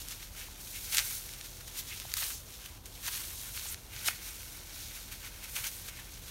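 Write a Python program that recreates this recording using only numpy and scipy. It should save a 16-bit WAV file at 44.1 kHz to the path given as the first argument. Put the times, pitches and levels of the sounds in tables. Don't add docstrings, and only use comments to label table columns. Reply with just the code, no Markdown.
import sys
import numpy as np
from scipy import signal
from scipy.fft import rfft, irfft
from scipy.io import wavfile

SR = 44100
rng = np.random.default_rng(int(sys.argv[2]) if len(sys.argv) > 2 else 0)


def generate_wav(sig):
    pcm = np.round(np.clip(np.atleast_2d(sig).T, -1, 1) * 32767).astype(np.int16)
    wavfile.write(sys.argv[1], SR, pcm)


N = 277830
TIME = np.arange(N) / SR


def from_db(db):
    return 10 ** (np.asarray(db) / 20)


def unit_rms(x):
    return x / np.sqrt(np.mean(x ** 2) + 1e-20)


def drift(per_s):
    return unit_rms(np.interp(TIME * per_s, np.arange(N), rng.standard_normal(N)))


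def band(x, low_hz, high_hz, order=2):
    edges = [low_hz, min(high_hz, .45 * SR)]
    return signal.sosfilt(signal.butter(order, edges, "band", fs=SR, output="sos"), x + 1e-18)


def colour(x, spectrum, size=8192):
    hz, db = np.transpose(spectrum)
    grid_hz = np.maximum(np.arange(size // 2 + 1) * SR / size, 1)
    gain = from_db(np.interp(np.log(grid_hz), np.log(hz), db))
    cepstrum = irfft(np.log(gain))
    cepstrum[1:size // 2] *= 2
    cepstrum[size // 2 + 1:] = 0
    response = irfft(np.exp(rfft(cepstrum)))
    return signal.fftconvolve(x, response)[:N]


def resonance(x, hz, width_hz):
    r = np.exp(-np.pi * width_hz / SR)
    gain = (1 - r * r) / 2
    feedback = [1, -2 * r * np.cos(2 * np.pi * hz / SR), r * r]
    return signal.lfilter([gain, 0, -gain], feedback, x + 1e-18)


def impulses(per_s, spread_db):
    chance = np.clip(per_s / SR, 1e-4, 1)
    sizes = from_db(spread_db * np.minimum(rng.exponential(1, N), 4.5)) * rng.choice([-1, 1], N)
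    return (rng.random(N) < chance) * unit_rms(sizes) / np.sqrt(chance)


def fade(start, end, rise_s, fall_s):
    exponent = np.maximum(start - TIME, 0) / rise_s + np.maximum(TIME - end, 0) / fall_s
    return np.exp(-np.minimum(exponent, 20))


def swell(t, length):
    return np.exp(-2 * np.minimum(((TIME - t) / length) ** 2, 20))


# f/Hz, gain/dB
FOAM_SPECTRUM = [(500, 4.5), (1150, -8), (1450, -4.5), (2900, -3.5), (3800, 3), (5000, 2), (6100, 3),
                 (7800, -1.5), (9300, -2), (10400, -2.5), (11700, -1.5), (13500, -4), (16000, -6.5)]

def fractures(per_s, spread_db):
    return colour(impulses(per_s, spread_db), FOAM_SPECTRUM)


# f/Hz, bandwidth/Hz, gain/dB
HOLLOW_MODES = [(875, 78, -8), (1535, 120, -2.5), (2180, 270, -2.5)]
# t/s, gain/dB
CUPPING = [(0, -15.5), (1, 6), (2.2, -27), (3.7, -2.5), (4.0, 3), (5.2, 2), (6.3, -2.5)]

def hollow(x):
    ringing_db = np.interp(TIME, *np.transpose(CUPPING))
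    modes = sum(from_db(db) * resonance(x, hz, width) for hz, width, db in HOLLOW_MODES)
    return from_db(ringing_db) * modes


# t/s, level/dB
HANDLING = [(0, -52), (.3, -59), (.5, -54.5), (1.65, -56), (2.45, -56), (2.83, -63), (2.92, -55),
            (3.45, -56.5), (3.83, -56.5), (4.65, -53.5), (5.2, -54.5), (6.3, -53)]

def handling():
    yield from_db(np.interp(TIME, *np.transpose(HANDLING))), -4, -2


# peak t/s, level/dB, rise/s, decay/s, relative crumb level/dB
CRUNCHES = [(.02, -49, 0.1, 0.032, -11), (0.116, -45, 0.029, 0.043, -3.5), (.235, -50.5, 0.06, 0.036, -3.5),
            (.395, -46.5, 0.056, 0.078, -1.5), (.765, -47, 0.017, 0.024, -8), (.86, -50, .02, .025, -17),
            (0.945, -35, 0.039, 0.079, -4.5), (0.988, -34.5, 0.015, .013, -8),
            (1.45, -48.5, .015, 0.034, -2), (1.61, -47.5, 0.01, 0.004, -4), (1.68, -49, 0.011, 0.021, -3),
            (1.796, -38, 0.032, .015, -3.5), (2.171, -34.5, 0.0031, 0.0079, -2),
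            (2.66, -47.5, 0.0063, 0.004, 3), (2.859, -49, .004, 0.013, -3.5),
            (3.082, -39, 0.044, 0.012, -1.5), (3.135, -49.5, 0.035, .09, 4.5),
            (3.58, -52, 0.018, 0.019, -14), (4.078, -34, 0.024, .022, -3.5), (4.3, -46, 0.078, 0.023, -5),
            (4.955, -47, 0.013, .03, -5.5), (5.118, -46, 0.0071, 0.052, -3), (5.275, -48, 0.06, 0.013, -1),
            (5.442, -45, .012, 0.012, -8), (5.564, -40.5, 0.0093, .045, -0.5), (5.643, -42, 0.017, .02, -3),
            (5.67, -39, .012, 0.015, -3.5), (5.886, -44, .01, 0.014, -2), (6.0, -51, 0.023, 0.009, 3.5),
            (6.285, -49, 0.014, .03, -0.5)]

def crunches():
    for t, db, rise_s, fall_s, crumbs_db in CRUNCHES:
        dust_db = 0.16 * (db + 39)
        yield from_db(db) * fade(t, t, rise_s, fall_s), crumbs_db, dust_db


def crushing_levels():
    power = np.zeros((3, N))
    for envelope, crumbs_db, dust_db in [*handling(), *crunches(), *squeezes()]:
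        power += np.outer(from_db([crumbs_db, 0, dust_db]), envelope) ** 2
    return 10 * np.log10(power)


def crushing():
    crumbs_db, cells_db, dust_db = crushing_levels()
    pace = from_db(0.17 * (cells_db - np.mean(cells_db)))
    surge_db = .8 * drift(25) + .5 * drift(90) + .9 * drift(500)
    clusters = fractures(2400 * pace, spread_db=-1.0)
    crumbs = band(clusters, 1035, 3350, order=5) + hollow(clusters)
    cells = band(fractures(5000 * pace, spread_db=-0.5), 2500, 7580, order=3)
    dust = band(fractures(13000 * pace, spread_db=0.5), 7800, 17900, order=3)
    return (unit_rms(crumbs) * from_db(crumbs_db + surge_db + 1.5 * drift(45) - 1.0)
            + unit_rms(cells) * from_db(cells_db + surge_db + 0.81 * drift(45) - 0.78)
            + unit_rms(dust) * from_db(dust_db + surge_db + 0.15 * drift(45) + 2.47))


# f/Hz, gain/dB
AIR_SPECTRUM = [(20, -18.5), (30, -12), (38, -8), (50, 2.5), (65, 1.5), (85, 1), (120, -4.5), (160, -13),
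                (320, -14), (500, -18), (1000, -19), (3000, -45), (16000, -34)]
# f/Hz, rms level/dB
HUM_LINES = [(39.7, -58), (120, -67), (181, -69), (500.5, -76)]

def background():
    out = from_db(-53) * unit_rms(colour(rng.standard_normal(N), AIR_SPECTRUM))
    for hz, db in HUM_LINES:
        phase = 2 * np.pi * np.cumsum(hz + 1.286 * drift(6)) / SR
        out += np.sqrt(2) * from_db(db + 1.7 * drift(1.5)) * np.sin(phase)
    return out


# t/s, peak level/dB, nominal f/Hz
SNAPS = [ (0.0856, -20.5, 8900), (.9257, -21, 5000), (0.9475, -11, 8000), (.9682, -15.5, 7500),
         (.9712, -6, 6900), (.9738, -18, 6600), (.9812, -16, 6000), (.9835, -4.6, 5200), (.9911, -13, 4300),
         (.9981, -15, 4100), (1.292, -27.5, 5550), (1.337, -27, 7000), (1.4121, -23, 6260),
         (2.0001, -20, 7500), (2.02, -30, 4200), (2.118, -24.5, 5000), (2.1393, -10, 11000),
         (2.1397, -15.5, 4700), (2.1688, -20, 6000), (2.1737, -19, 9400), (2.1905, -24, 7000),
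         (2.2302, -23.5, 3300), (2.2418, -20, 5500), (2.8581, -30, 9100), (3.0658, -26, 3830),
         (3.081, -23, 6000), (3.576, -25.5, 3500), (3.7447, -23, 5260), (3.9639, -27.5, 4400),
         (4.0772, -14.5, 6500), (4.0828, -14, 6200), (4.0855, -15.5, 3900), (5.6427, -26.5, 3540)]

def snaps(size=1024):
    out, age = np.zeros(N + size), np.arange(size) / SR
    splinters = .1 * from_db(-60 * age / .006)
    for t, peak_db, hz in SNAPS:
        force = splinters * rng.standard_normal(size)
        force[0] = 1
        snap = band(force, .29 * hz, 1.45 * hz, order=3)
        snap = band(snap, 1150, 18000, order=4)
        start = round(t * SR) - np.argmax(np.abs(snap))
        out[start:start + size] += from_db(peak_db) * snap / np.max(np.abs(snap))
    return out[:N]


# centre t/s, duration/s, relative level/dB, f/Hz
RUBS = [(0.42, 0.088, -47, 2400), (0.762, 0.039, -38.5, 2410), (1.923, 0.034, -36, 2370),
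        (2.355, 0.065, -40.5, 6100), (3.689, 0.027, -32, 7400), (3.72, 0.026, -31, 10200),
        (4.127, 0.032, -38, 1970), (4.955, .03, -44.5, 2160), (5.441, 0.033, -41.5, 2290)]

def rubs():
    slips = impulses(2500, spread_db=-6.5)
    return sum(from_db(db - 9.5) * swell(t, length) * unit_rms(band(slips, 0.87 * hz, 1.24 * hz))
               for t, length, db, hz in RUBS)


# t/s, peak level/dB, f/Hz
TAPS = [(.485, -44, 850), (2.052, -38.5, 716), (3.657, -40.5, 910)]

def taps():
    out = np.zeros(N)
    for t, peak_db, hz in TAPS:
        knock = band(signal.unit_impulse(N, round(t * SR)), .83 * hz, 1.27 * hz)
        out += from_db(peak_db) * knock / np.max(np.abs(knock))
    return out


# start t/s, duration/s, level/dB, growth/(dB/s), decay/s, relative crumb and dust levels/dB
SQUEEZES = [(0.597, 0.25, -53, 14, 0.049, -27, 1), (1.06, 0.11, -43, -22, 0.06, -7, 3),
            (1.26, 0.36, -50.5, -28, .025, -5.5, -1), (1.873, 0.35, -50.5, 4, 0.044, -2.5, -2),
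            (2.184, .14, -40.5, -28, 0.05, -4, 1.5), (2.51, 0.26, -53.5, -17.5, 0.018, -1, -2.5),
            (3.12, .39, -45, -17.5, 0.058, -5.5, 2), (3.55, 0.189, -46.5, -6, .009, -4, 0),
            (3.936, 0.22, -50, -3, 0.056, -1.5, -1), (4.232, 0.34, -52, -9, 0.033, -8, 1),
            (4.747, 0.28, -50, 2, 0.051, -8, -3), (5.506, 0.36, -50, -12.5, 0.013, -5.5, 2.5)]

def squeezes():
    for t, length, db, growth, fall_s, crumbs_db, dust_db in SQUEEZES:
        held = from_db(db + growth * np.clip(TIME - t, 0, length))
        yield held * fade(t, t + length, rise_s=0.027, fall_s=fall_s), crumbs_db, dust_db


# centre t/s, duration/s, level/dB
COLLAPSES = [(2.224, 0.006, -37), (3.083, 0.009, -35), (4.085, 0.0049, -30)]

def collapses():
    walls = fractures(2200, spread_db=-0.5)
    grit = band(walls, 730, 3140, order=4) + from_db(7) * hollow(walls)
    return unit_rms(grit) * sum(from_db(db) * swell(t, length) for t, length, db in COLLAPSES)


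def room(x, t60_s=0.11):
    age = np.arange(SR // 2) / SR
    tail = rng.standard_normal(len(age)) * from_db(-60 * age / t60_s) * (age > .003)
    tail = band(tail, 200, 12000, order=1)
    return signal.fftconvolve(x, tail / np.sqrt(np.sum(tail ** 2)))[:N]


def scene():
    direct = crushing() + collapses() + snaps() + rubs() + taps()
    mono = direct + from_db(-18) * room(direct) + background()
    return np.stack([mono, mono])


# f/Hz, bandwidth/Hz, gain/dB
PORT_NOTCHES = [(4940, 150, -7), (7630, 180, -8.5), (10400, 510, -5.5)]

def record(dry, cutoff_hz=15720):
    heard = dry
    for hz, width, db in PORT_NOTCHES:
        heard = heard - (1 - from_db(db)) * resonance(heard, hz, width)
    return signal.sosfilt(signal.ellip(10, .1, 70, cutoff_hz, fs=SR, output="sos"), heard)


dry = scene()
out = record(dry)
generate_wav(out)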